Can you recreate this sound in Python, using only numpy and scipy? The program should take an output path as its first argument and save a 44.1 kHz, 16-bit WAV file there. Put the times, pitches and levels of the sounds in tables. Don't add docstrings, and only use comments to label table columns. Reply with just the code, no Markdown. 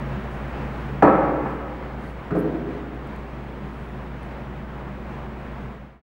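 import sys
import numpy as np
from scipy import signal
from scipy.fft import rfft, irfft
from scipy.io import wavfile
from scipy.ndimage import uniform_filter1d

SR = 44100
rng = np.random.default_rng(int(sys.argv[2]) if len(sys.argv) > 2 else 0)


def to_wav(sig):
    pcm = np.clip(np.atleast_2d(sig), -1, 1) * 32767
    pcm = np.round(pcm).astype(np.int16)
    wavfile.write(sys.argv[1], SR, pcm.T)


def convert_level_to_amplitude(level_db):
    exponent = np.asarray(level_db, float) / 20
    return 10 ** exponent


N = 267069

# (frequency [Hz], density [dB per Hz])
AIR_SPECTRUM = [(20, -20), (70, -7), (102, -13.5), (150, -5.5), (300, -10.5), (1000, -15.5), (2000, -23),
                (3200, -34), (4000, -41), (5000, -46.5), (6300, -51), (10000, -58), (14000, -61),
                (15600, -67.5)]
# (frequency [Hz], bandwidth [Hz], level [dB])
DRONE_TONES = [(134.4, 12.5, -41), (198.8, 6.8, -47), (218, 26, -46.5), (364.5, 24, -52)]
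# (frequency [Hz], level [dB])
MAINS_HUM = [(59.2, -36)]
# (middle time [s], half length [s], level [dB])
BRUSHES = [
    (0.342, 0.042, -69),
    (.75, .12, -75),
    (1.52, 0.095, -72),
    (2.07, 0.072, -66),
    (2.38, .03, -63.5),
    (3.825, 0.24, -72),
    (4.26, .04, -73),
]
# (frequency [Hz], level [dB])
CLOTH_SPECTRUM = [(3000, -11), (6000, -6.5), (9000, -5.5), (10500, -6.5), (12500, -10.5), (15000, -22.5)]
# (time [s], level [dB], centre [Hz], bandwidth [Hz])
SMALL_TICKS = [
    (0.313, -53.5, 7900, 8960),
    (1.509, -52.5, 10000, 9340),
    (2.078, -51, 4470, 500),
    (2.736, -57, 11000, 8000),
    (2.9457, -52, 9100, 9000),
    (3.072, -49.5, 10200, 8900),
    (3.1616, -48, 9800, 9000),
    (3.439, -55, 9400, 9000),
    (4.2306, -47, 9700, 1500),
    (4.7800, -57, 11000, 7000),
]
# (frequency [Hz], t60 [s])
ROOM_DECAY = [(100, 0.78), (250, 2.44), (600, 1.6), (1200, 1.65), (2500, 2.06), (5000, .5), (10000, .2)]
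# (time [s], strength [dB], struck spot's pitch [Hz], crack level [dB])
CLANK_CONTACTS = [
    (1.0235, -10.5, 834, -54),
    (1.0365, -17.5, 330, -67),
    (1.0480, -14.5, 700, -69.5),
    (1.0740, -12.5, 530, -76.5),
    (1.4580, -28.5, 880, -84),
]
# (time [s], strength [dB], struck spot's pitch [Hz], crack level [dB])
KNOCK_CONTACTS = [
    (2.3065, -26.5, 1100, -67.5),
    (2.3170, -18, 158, -88),
    (2.3510, -24, 457, -67),
    (2.3570, -24.5, 155, -84),
    (2.3640, -20.5, 322, -80.5),
    (2.3970, -28, 305, -84),
    (2.4420, -26, 415, -87),
    (2.5430, -27.5, 285, -85),
    (2.6600, -36.5, 415, -91),
]
# (frequency [Hz], level [dB], t60 [s])
NEAR_MODES = [(92, -10.5, .3), (145.5, -5.5, 0.16), (186, 4, 0.072), (219.5, -10, 0.28), (291, -16.5, 0.28),
              (311.6, -2, 0.17), (366, -26, .15), (430, -11, .15), (505, -10, 0.26), (551.5, -4, 0.11),
              (636, -23, 0.04), (686, -12, 0.36), (780, 1.5, 0.038), (840, -11, 0.055), (990, -9, .12),
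              (1128, -4.5, 0.36), (1262, -8, 0.17), (1315, -1, 0.068), (1580, -24.5, 0.3),
              (1720, -22.5, 0.19), (2173, -20, 0.058), (2420, -36, .05)]
# (frequency [Hz], level [dB], t60 [s])
FAR_MODES = [(97, -35, .2), (155, 4, 0.077), (178, 2, 0.11), (238, -4, 0.21), (285, -1, 0.15),
             (330, 3.5, 0.075), (415, 1, 0.14), (485, 5.5, 0.039), (702, -1, 0.062), (785, -7, 0.047),
             (1024, -20, 0.081), (1380, -23, 0.21), (1556, -15, .06)]
# (frequency [Hz], level [dB])
BODY_SPECTRUM = [(80, -26), (150, -2.5), (300, -1.5), (500, -2.5), (800, -7), (1300, -8.5), (1800, -11),
                 (2500, -20.5), (3300, -36.5), (4500, -46.5), (8000, -67.5)]
# (frequency [Hz], level [dB])
CRACK_SPECTRUM = [(2000, -1.5), (4000, 3), (6500, -5.5), (10000, -12.5), (15000, -21.5)]
# (time [s], level [dB])
RATTLE_KNOCKS = [
    (2.362, -60),
    (2.3700, -63),
    (2.381, -61),
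    (2.3885, -48),
    (2.394, -50),
    (2.400, -55),
    (2.405, -55),
    (2.416, -63),
    (2.431, -62),
    (2.459, -65),
]
# (frequency [Hz], bandwidth [Hz], level [dB])
FITTING_MODES = [(9230, 70, -8), (9560, 80, -2), (11700, 60, -9), (11800, 110, -11), (12400, 80, -8),
                 (12600, 50, -0.5), (13800, 50, -9), (14250, 110, -5.5)]

AIR_DB = -34.5
DRONE_DB, SWOLLEN_DB, STEADY_S = 2.5, 10.5, 0.079
SAG_S, SAG_HALF_S, SAG_DB = 2.35, 0.5, -7.5
CONTACT_CYCLES = 0.37
LONGEST_T60_S = 0.13
WHINE_HZ, WHINE_DB = 15660, -72.0
OPEN_DB, DUCK_S, DUCK_DB, REST_DB, SETTLE_S = 1.2, 0.98, 0.6, -2.5, 0.6
FADE_START_S, FADE_END_S = 5.644, 6.017


def evened(x):
    return x / np.sqrt(np.mean(x ** 2) + 1e-20)


def read(points, hz):
    f, value = np.transpose(points)
    return np.interp(np.log(hz + 1), np.log(f + 1), value)


def add(mix, s, sound):
    part = mix[round(s * SR):][:len(sound)]
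    part += sound[:len(part)]


def coloured(points, length=N):
    hz = np.fft.rfftfreq(length, 1 / SR)
    spectrum = rfft(rng.standard_normal(length)) * convert_level_to_amplitude(read(points, hz))
    return evened(irfft(spectrum, length))


def burst(points, t, t60):
    return coloured(points, len(t)) * convert_level_to_amplitude(-60 * t / t60)


def resonate(x, hz, width):
    turn = np.exp(2j * np.pi * hz * np.arange(len(x)) / SR)
    r = np.exp(-np.pi * width / SR)
    return 2 * (turn * signal.lfilter([1 - r], [1, -r], x / turn)).real


def waver(hz, width, steadiness=0.4):
    tone = resonate(rng.standard_normal(N), hz, width)
    tone = evened(resonate(tone, hz, width))
    slow = np.sqrt(uniform_filter1d(tone ** 2, size=5000) + .05)
    return evened(tone / slow ** steadiness)


def drone_swell():
    t = np.arange(N) / SR
    swell = SWOLLEN_DB * np.exp(-t / STEADY_S)
    sag = SAG_DB * np.exp(-((t - SAG_S) / SAG_HALF_S) ** 2)
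    return DRONE_DB + swell + sag


def ventilation(patchy_db=0.56, swell_db=0.6):
    hz, t, z = signal.stft(coloured(AIR_SPECTRUM), SR, nperseg=1024, noverlap=768)
    patches = uniform_filter1d(rng.standard_normal(z.shape), size=12, axis=0)
    patches = evened(uniform_filter1d(patches, size=20, axis=1))
    swell = evened(patches[60:200].mean(0))
    drifting = z * convert_level_to_amplitude(patchy_db * patches + swell_db * swell)
    air = signal.istft(drifting, SR, nperseg=1024, noverlap=768)[1][:N]
    drone = sum(convert_level_to_amplitude(db) * waver(f, w) for f, w, db in DRONE_TONES)
    t = np.arange(N) / SR
    hum = sum(convert_level_to_amplitude(db) * np.sqrt(2) * np.sin(2 * np.pi * f * t) for f, db in MAINS_HUM)
    return convert_level_to_amplitude(AIR_DB) * air + convert_level_to_amplitude(drone_swell()) * drone + hum


def cloth():
    t = np.arange(N) / SR
    swells = sum(convert_level_to_amplitude(db) * np.exp(-((t - s) / half) ** 2) for s, half, db in BRUSHES)
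    return coloured(CLOTH_SPECTRUM) * swells


def ticks():
    out, t = np.zeros(N), np.arange(1500) / SR
    for s, db, hz, width in SMALL_TICKS:
        click = resonate(rng.standard_normal(len(t)) * np.exp(-t / .0015), hz, width)
        click = resonate(click, hz, width)
        add(out, s, convert_level_to_amplitude(db) * click / abs(click).max())
    return out


def gym(x):
    taps = np.zeros(2 * SR)
    at = np.arange(200, len(taps) - 20, 20)
    taps[at + rng.integers(0, 20, len(at))] = rng.choice([-1., 1.], len(at))
    hz, t, z = signal.stft(taps, SR, nperseg=512)
    decay = convert_level_to_amplitude(-60 * t / read(ROOM_DECAY, hz)[:, None])
    tail = signal.istft(z * decay, SR, nperseg=512)[1]
    return signal.fftconvolve(x, tail / np.sqrt(len(at)))[:N]


def rack(contacts, modes, body_db, body_t60, spot_db):
    out, t = np.zeros(N), np.arange(SR // 2) / SR
    hz, db, t60 = np.transpose(modes)[:, :, None]
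    t60 = np.minimum(t60, LONGEST_T60_S)
    for s, blow_db, spot_hz, crack_db in contacts:
        contact_s = CONTACT_CYCLES / spot_hz
        share_db, phase, detune = rng.standard_normal((len(modes), 3)).T[:, :, None]
        share_db = 0.54 * share_db + spot_db * np.exp(-(np.log2(hz / spot_hz) / 0.36) ** 2)
        turns = hz * (1 + 0.012 * detune) * t
        rise = 1 - np.exp(-t * hz / 1.47)
        ringing = rise * convert_level_to_amplitude(db + share_db - 60 * t / t60)
        tone = (ringing * np.sin(2 * np.pi * turns + 3 * phase)).sum(0)

        body = burst(BODY_SPECTRUM, t, body_t60)
        body = 0.74 * body + 1.35 * resonate(body, spot_hz, 0.44 * spot_hz)
        blow = tone + convert_level_to_amplitude(body_db) * body * (1 - np.exp(-t / (1.5 * contact_s)))
        pole = np.exp(-1 / (0.17 * contact_s * SR))
        blow = signal.lfilter([1 - pole], [1, -pole], blow)
        crack = burst(CRACK_SPECTRUM, t, 0.067) * (1 - np.exp(-t / 0.0028))
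        add(out, s, convert_level_to_amplitude(blow_db) * blow + convert_level_to_amplitude(crack_db + 16) * crack)
    return out


def fitting():
    out, t = np.zeros(N), np.arange(SR // 4) / SR
    hz, width, mode_db = np.transpose(FITTING_MODES)[:, :, None]
    for s, db in RATTLE_KNOCKS:
        phase = 2 * np.pi * rng.random((len(FITTING_MODES), 1))
        ringing = convert_level_to_amplitude(db + mode_db) * np.exp(-np.pi * width * t)
        add(out, s, (ringing * np.sin(2 * np.pi * hz * t + phase)).sum(0))
    return out


def camera_gain():
    t = np.arange(N) / SR
    sinking_db = REST_DB + (DUCK_DB - REST_DB) * np.exp(-np.maximum(t - DUCK_S, 0) / SETTLE_S)
    ridden_db = uniform_filter1d(np.where(t < DUCK_S, OPEN_DB, sinking_db), size=1500)
    fade = np.clip((FADE_END_S - t) / (FADE_END_S - FADE_START_S), 0, 1)
    return convert_level_to_amplitude(ridden_db) * fade


def scene():
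    clank = rack(CLANK_CONTACTS, NEAR_MODES, body_db=1.5, body_t60=0.11, spot_db=9.0)
    knock = rack(KNOCK_CONTACTS, FAR_MODES, body_db=-1.5, body_t60=0.12, spot_db=7.5)
    impacts = clank + knock
    small = fitting() + ticks() + cloth()
    echo = gym(convert_level_to_amplitude(13.0) * impacts + convert_level_to_amplitude(9.0) * small)
    return (impacts + small + echo + ventilation())[None]


def roll_off(x):
    return signal.sosfilt(signal.butter(12, 15720, fs=SR, output="sos"), x)


def record(dry):
    whine = convert_level_to_amplitude(WHINE_DB) * np.sqrt(2) * np.sin(2 * np.pi * WHINE_HZ * np.arange(N) / SR)
    ridden = (dry + whine + .0015) * camera_gain()
    limited = 1.5 * np.tanh(ridden / 1.5)
    return roll_off(limited)


dry = scene()
out = record(dry)
to_wav(out)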